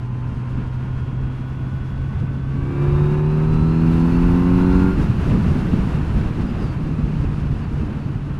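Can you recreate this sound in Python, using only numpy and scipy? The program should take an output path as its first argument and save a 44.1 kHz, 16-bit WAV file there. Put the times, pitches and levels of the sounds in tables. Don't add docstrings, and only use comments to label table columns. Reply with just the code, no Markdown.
import sys
import numpy as np
from scipy import signal
from scipy.fft import rfft, irfft, next_fast_len
from scipy.io import wavfile
from scipy.ndimage import uniform_filter1d

SR = 44100
rng = np.random.default_rng(int(sys.argv[2]) if len(sys.argv) > 2 else 0)


def magnitude_from_level(level_db):
    exponent = np.asarray(level_db, float) / 20
    return 10 ** exponent


def wav_out(sig):
    wavfile.write(sys.argv[1], SR, np.round(np.clip(np.atleast_2d(sig).T, -1, 1) * 32767).astype(np.int16))


N = 369999
STEP = 16

# time in seconds, crank turns per second.
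CRANK_SPEED = [(0.0, 61.46), (0.6, 63.04), (1.8, 65.44), (2.4, 66.86), (2.6, 68.5), (2.8, 70.48),
               (3.2, 74.8), (4.8, 92.4), (4.93, 93.78), (5.3, 91.02), (5.8, 86.3), (6.3, 81.16),
               (6.8, 77.36), (7.3, 74.84), (7.8, 72.02), (8.39, 69.38)]
# time in seconds, firing tone in dB, throttle in dB, drive load in dB.
ENGINE_EFFORT = [(0, -27.5, -26, -1.5), (.8, -26.5, -28.5, -0.5), (1.6, -25.5, -24.5, -1),
                 (2.45, -25.5, -30.5, 0), (2.6, -22.5, -10.5, 3), (2.7, -30, -4.5, 2),
                 (2.82, -18, 0.5, 4.5), (3.3, -18.5, 0, 3), (3.8, -17.5, -1, 3.5), (4.3, -17.5, 0.5, -1),
                 (4.89, -17.5, 1, 4), (4.94, -32, -13.5, 2), (4.99, -35, -21, -17), (5.4, -30.5, -26, -9),
                 (6.2, -37.5, -26.5, -16), (7, -25, -31.5, -4), (7.6, -29.5, -41, -11.5),
                 (8.39, -27.5, -27, -16)]
# crank order (multiple of crank speed), level in dB.
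UNEVEN_ORDERS = [(2.5, 19.1), (3.0, 25.7), (3.5, 5.2), (4.0, 12.5), (4.5, 0.2), (5.0, 10.6), (5.5, -2.5),
                 (6.0, 5.7), (6.5, -1.8), (7.0, 2.7), (7.5, 1.6), (8.0, 3.6), (8.5, 0.5), (9.0, 0.5),
                 (9.5, 4), (10.0, -0.5), (10.5, 2.0), (11.0, -6.0), (11.5, -3), (12.0, -1), (12.5, -5.5),
                 (13.0, -5.7), (13.5, -9), (14.0, -6), (14.5, -12), (16.0, -4.7), (18.0, -10.0),
                 (20.0, -9.9), (22.0, -9.4), (24.0, -10.2)]
# frequency in Hz, level in dB.
PIPE_COLOUR = [(215, -66.5), (245, -47), (278, -46.5), (300, -56.5), (330, -43), (365, -37), (435, -51),
               (540, -49.5), (620, -67), (685, -56.5), (900, -46), (1050, -46), (1450, -48), (2500, -60.5)]
# centre in Hz, half width in Hz, depth in dB.
PIPE_NOTCHES = [
    (830, 28, -8.5),
    (1230, 70, -6.5),
]
GEAR_TEETH = (14, 15.08, 16.6, 22.64, 30.15, 33.2, 45.27, 51, 53, 101.9)
# crank turns per second, level in dB,
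# half width in turns per second.
CASING_PEAKS = [
    [(61.7, -54.5, 2.5), (72.5, -50, 4)],
    [(62.6, -52.5, 3.3), (78, -54.5, 5), (93, -42.5, 4)],
    [(61.2, -49, 4), (69.8, -50.5, 4), (79, -47, 4.3), (90.6, -49, 5)],
    [(66, -51.5, 6), (74, -58, 1.5), (86.5, -57, 3), (89.2, -56, 2.7)],
    [(62, -68.5, 3), (73, -64.5, 5), (88, -62, 7)],
    [(70.5, -54.5, 2.9), (76.1, -57, 2.5)],
    [(91.5, -59.5, 4.5)],
    [(64.7, -63, 4.2), (73.2, -64, 2.5), (79.5, -61.5, 3), (85.5, -58.5, 2.5)],
    [(65.1, -68, 2.3), (71, -68, 1.5), (76, -65.5, 1.5), (81, -66, 1.5), (85, -68.5, 1.5)],
    [(62, -77, 3), (79.4, -76.5, 1)],
]
LASH_RAD, LASH_MOST_RAD = 0.026, 1.6

# time in seconds, strength in dB.
AIR_STRENGTH = [(0, -45), (.6, -44), (1.5, -44.5), (2.45, -43.5), (2.95, -39), (3.25, -39.5), (3.75, -39),
                (3.9, -36), (4.4, -36.5), (4.945, -35), (4.965, -37.5), (4.98, -35.5), (5.75, -35.5),
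                (6.1, -37.5), (6.6, -39), (6.75, -39.5), (7.8, -40.5), (8.39, -42.5)]
CALM_DB = -40
# level in dB, dB gained per dB of airstream,
# share of a gust's shove, share of its ruffle.
WIND_REGISTERS = [
    (-26.5, 1, 0.9, 0),
    (-27, 1.34, 0.26, 1.06),
    (-40.5, 1, .05, 0.84),
    (-56, 1.21, .02, 1),
    (-79.5, 2.5, .02, 1.2),
]
# time in seconds, bass shove in dB, treble ruffle in dB.
GUST_EVENTS = [(.36, 5, 0.5), (.58, 6, 1), (1.0, 6, 1.5), (1.25, 6, 0), (1.36, -2, 2), (1.75, 7, 1),
               (2.0, 9, -1), (2.2, 6.5, 1), (2.4, 5, 0), (2.62, 3.5, 0.5), (2.97, 6, 0.5), (3.25, 2, -2),
               (3.55, 5.5, 2.5), (3.92, 2.5, -0.5), (4.28, 5.5, 0), (4.6, 3.5, 1), (5.005, 4.5, 1.5),
               (5.165, 1, -1), (5.31, 7.5, 2), (5.51, 5.5, -0.5), (5.76, 3, .5), (6.01, 5.5, -1),
               (6.2, 6.5, 1), (6.41, 3.5, 1), (6.62, 3, 1.5), (6.81, 4, -0.5), (7.03, 6, 0.5), (7.25, 9, 0),
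               (7.51, 8.5, -1), (7.81, 6, 0.5)]
SHOVE_S, RUFFLE_S = 0.072, 0.043
MASKED_DB, SHAKE_DB = -3.5, 1.5
HANDOVER_HZ = (0, 130, 520, 3300, 1e6)
# frequency in Hz, density in dB per Hz.
LOW_COLOUR = [(5, -32.5), (12, -5), (22, -5), (60, 0.5), (100, -1), (150, -2.5), (220, -6), (300, -12),
              (400, -19), (520, -23.5), (800, -26.5)]
# frequency in Hz, density in dB per Hz.
RUSH_COLOUR = [(400, 13.5), (520, 0.5), (700, 0.4), (850, 0.5), (1000, 0.8), (1250, -1), (1500, -2.5),
               (1900, -8), (2300, -10), (2750, -8.5), (3100, -14.5), (3800, -21.5), (4500, -23.5)]
# frequency in Hz, density in dB per Hz.
CLATTER_COLOUR = [(400, 0.5), (520, 5.5), (700, -1.5), (850, 0), (1000, 2), (1250, 2), (1500, 1.5),
                  (1900, -6.5), (2300, -7.5), (2750, -4), (3100, -15.5), (3800, -19.5), (4500, -14.5)]
# frequency in Hz, density in dB per Hz.
HISS_COLOUR = [(2750, 9), (3100, 4), (3800, 0.5), (4500, -2), (6000, -7.5), (8700, -14), (9800, -13.5),
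               (11000, -18.5), (14000, -26.5), (15500, -27), (16500, -30)]

# time in seconds, peak in dB, width in seconds.
SUCTION_THUMPS = [(1.0218, -14.9, 0.0029), (1.0523, -13.9, 0.0032), (2.1591, -12.2, 0.0036),
                  (2.3915, -12.3, 0.003), (5.012, -8.2, 0.0037), (5.1022, -7.4, 0.0029),
                  (5.1886, -8.5, 0.0022), (5.2872, -6.0, 0.0021), (5.3222, -6.8, 0.0029),
                  (5.4055, -7.4, 0.0025), (5.4892, -7.3, 0.0023), (5.7399, -3.3, 0.0019),
                  (5.7783, -8.6, 0.0033), (5.8734, -7.8, 0.0022), (5.9964, -9.2, 0.0022),
                  (6.2069, -7.0, 0.0023), (6.4399, -12.8, 0.0015), (6.6019, -11.4, 0.0026),
                  (6.7749, -10.4, 0.0023), (6.9911, -8.3, 0.002), (7.0553, -10.7, 0.0032),
                  (7.2471, -10.1, 0.0015), (7.8251, -11.8, 0.004), (8.0615, -14.4, 0.0026),
                  (8.1614, -13.7, 0.0033)]
# start in seconds, length in seconds, level in dB.
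INSECT_BUZZES = [
    (1.446, 0.076, -77),
    (1.497, .25, -82),
    (1.72, .07, -76),
    (1.875, .07, -78),
    (2.0, .07, -80),
]
# start in seconds, length in seconds, start in Hz, end in Hz, level in dB.
BIRD_CALLS = [
    (6.453, 0.065, 4800, 4950, -59),
    (6.59, .09, 5100, 4600, -56),
    (6.658, 0.091, 4650, 4500, -60),
    (7.1, .1, 4550, 4380, -66),
    (7.6, .08, 4600, 4500, -63),
    (7.993, 0.089, 4500, 4280, -65),
]
INSECT_HZ, INSECT_WAVER_HZ, BIRD_WAVER_HZ = 14100, 450, 140
# start in seconds, stop in seconds, pitch in Hz, level in dB.
BRAKE_WHISTLE = (5.04, 6.46, 14315, -83)


def unit(x):
    return x / np.sqrt(np.mean(x ** 2) + 1e-20)


def along(points, hz):
    f, v = np.transpose(points)
    return np.interp(np.log(hz + 1), np.log(f + 1), v)


def curves(rows):
    s, *columns = np.transpose(rows)
    t = np.arange(N) / SR
    return [np.interp(t, s, column) for column in columns]


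def wobble(rate, size=1):
    knots = rng.standard_normal(int(N / SR * 2 * rate) + 4)
    return np.interp(np.arange(0, N, size) * rate / SR, np.arange(len(knots)), knots)


def partial(level_db, phase):
    level = np.repeat(magnitude_from_level(level_db), STEP)[:N]
    return np.sqrt(2) * level * np.sin(np.float32(phase % (2 * np.pi)))


def pipe_db(hz):
    colour_db = along(PIPE_COLOUR, hz)
    for centre_hz, width_hz, db in PIPE_NOTCHES:
        colour_db = colour_db + db * np.exp(-((hz - centre_hz) / width_hz) ** 2)
    return colour_db


def exhaust(turns, angle):
    firing_db, throttle_db, _ = curves(ENGINE_EFFORT)
    throttle = magnitude_from_level(throttle_db)
    octave = (magnitude_from_level(-22) + 1.2 * throttle) * (1 - throttle)
    drone = np.sin(2 * angle) + octave * np.sin(4 * angle)
    sound = np.sqrt(2) * magnitude_from_level(firing_db + 0.65 * wobble(6.4)) * drone
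    flutter = [wobble(4.5, size=STEP) for _ in range(7)]
    for k, (order, db) in enumerate(UNEVEN_ORDERS):
        flare_db = (0.3 + 1.5 * (order % 1 == 0) + 2.0 * flutter[k % 7]) * (order > 7.7)
        level_db = db + pipe_db(order * turns[::STEP]) + throttle_db[::STEP] + flare_db
        sound += partial(level_db, order * angle + rng.uniform(0, 2 * np.pi))
    return sound


def gears(turns, angle):
    load_db = curves(ENGINE_EFFORT)[2][::STEP]
    lash = wobble(30)
    sound = np.zeros(N)
    for teeth, peaks in zip(GEAR_TEETH, CASING_PEAKS):
        casing = 0
        for speed, db, width in peaks:
            casing = casing + magnitude_from_level(db) / (1 + ((turns[::STEP] - speed) / width) ** 2) ** 2
        level_db = 20 * np.log10(casing) + load_db + 1.4 * wobble(8, size=STEP)
        wander = min(LASH_RAD * teeth, LASH_MOST_RAD) * lash
        sound += partial(level_db, teeth * angle + wander)
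    return sound


def airstream():
    t = np.arange(0, N, STEP) / SR
    s, shove_db, ruffle_db = np.transpose(GUST_EVENTS)

    def swell(db, half_s):
        bumps = np.exp(-((t[:, None] - s) / half_s) ** 2)
        return np.repeat(bumps @ db, STEP)[:N]

    shove, ruffle = swell(shove_db, SHOVE_S), swell(ruffle_db, RUFFLE_S)
    flow_db = curves(AIR_STRENGTH)[0] - CALM_DB
    return [db + grows * flow_db + shoved * shove + ruffled * ruffle
            for db, grows, shoved, ruffled in WIND_REGISTERS]


def coloured(spectrum, gain, order):
    m = next_fast_len(N + 8192)
    hz = np.fft.rfftfreq(m, 1 / SR) + 1

    def below(edge_hz):
        return edge_hz ** 12 / (edge_hz ** 12 + hz ** 12)

    band = np.sqrt(below(HANDOVER_HZ[order + 1]) - below(HANDOVER_HZ[order]))
    colour = magnitude_from_level(along(spectrum, hz)) * band
    noise = gain * rng.standard_normal(N)
    return unit(irfft(rfft(noise, m) * colour, m)[:N])


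def wind():
    buffet_db, roar_db, rush_db, hiss_db, sizzle_db = airstream()
    engine = np.clip(magnitude_from_level(curves(ENGINE_EFFORT)[1]), 0, 1)
    eddy, gust = wobble(25), wobble(12)

    buffet = magnitude_from_level(buffet_db + SHAKE_DB * engine) * coloured(LOW_COLOUR, magnitude_from_level(0.71 * eddy), order=0)
    roar_gain = magnitude_from_level(1.5 * eddy + 1.2 * wobble(45))
    roar = magnitude_from_level(roar_db + MASKED_DB * engine) * coloured(LOW_COLOUR, roar_gain, order=1)

    ruffle = magnitude_from_level(0.35 * eddy + 0.5 * gust + 0.79 * wobble(60))
    rush = np.sqrt(1 - engine) * coloured(RUSH_COLOUR, ruffle, order=2)
    rush += np.sqrt(engine) * coloured(CLATTER_COLOUR, ruffle, order=2)

    hiss_gain = magnitude_from_level(0.31 * eddy + 0.53 * gust + 0.97 * wobble(50))
    hiss = magnitude_from_level(hiss_db) * coloured(HISS_COLOUR, hiss_gain, order=3)
    sizzle = coloured([(6000, -17), (10000, -1.5), (16000, -9)], ruffle, order=3)
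    hiss += (magnitude_from_level(hiss_db - 19.5) * engine + magnitude_from_level(sizzle_db)) * sizzle
    return buffet + roar + magnitude_from_level(rush_db) * rush + hiss


def thumps():
    sound = np.zeros(N)
    t = np.arange(-600, 600) / SR
    for s, db, width in SUCTION_THUMPS:
        u = t / width
        pulse = magnitude_from_level(db - 3.5) * (1 - 2 * u ** 2) * np.exp(-u ** 2)
        sound[round(s * SR) - 600:][:len(t)] -= pulse
    return sound


def chirp(length, start_hz, end_hz, db, waver_hz):
    n = round(length * SR)
    waver = uniform_filter1d(rng.standard_normal(SR // 4), size=40)[:n]
    hz = np.linspace(start_hz, end_hz, n) + waver_hz * unit(waver)
    return magnitude_from_level(db + 4.5) * np.hanning(n) ** 0.5 * np.sin(2 * np.pi * np.cumsum(hz) / SR)


def roadside():
    sound = np.zeros(N)
    calls = [(s, length, INSECT_HZ, INSECT_HZ, db, INSECT_WAVER_HZ) for s, length, db in INSECT_BUZZES]
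    calls += [(*call, BIRD_WAVER_HZ) for call in BIRD_CALLS]
    for s, *call in calls:
        one = chirp(*call)
        sound[round(s * SR):][:len(one)] += one
    return sound


def brake():
    start, stop, hz, db = BRAKE_WHISTLE
    t = np.arange(N) / SR
    drag = np.clip(np.minimum(t - start, stop - t) / 0.05, 0, 1)
    tone = np.sin(2 * np.pi * hz * t + 1.5 * wobble(60))
    return drag * magnitude_from_level(db + 3.5 * wobble(12)) * tone


def scene():
    turns = curves(CRANK_SPEED)[0]
    angle = 2 * np.pi * np.cumsum(turns) / SR
    machine = exhaust(turns, angle) + gears(turns, angle)
    mono = machine + wind() + thumps() + roadside() + brake()
    return np.array([mono, mono])


def roll_off(x):
    return signal.sosfilt(signal.butter(12, 15680, fs=SR, output="sos"), x)


def record(dry):
    bass = signal.sosfiltfilt(signal.butter(8, 330, fs=SR, output="sos"), dry[0])
    lean = magnitude_from_level(-32.4) * bass
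    return roll_off(dry + np.array([-lean, lean]))


dry = scene()
out = record(dry)
wav_out(out)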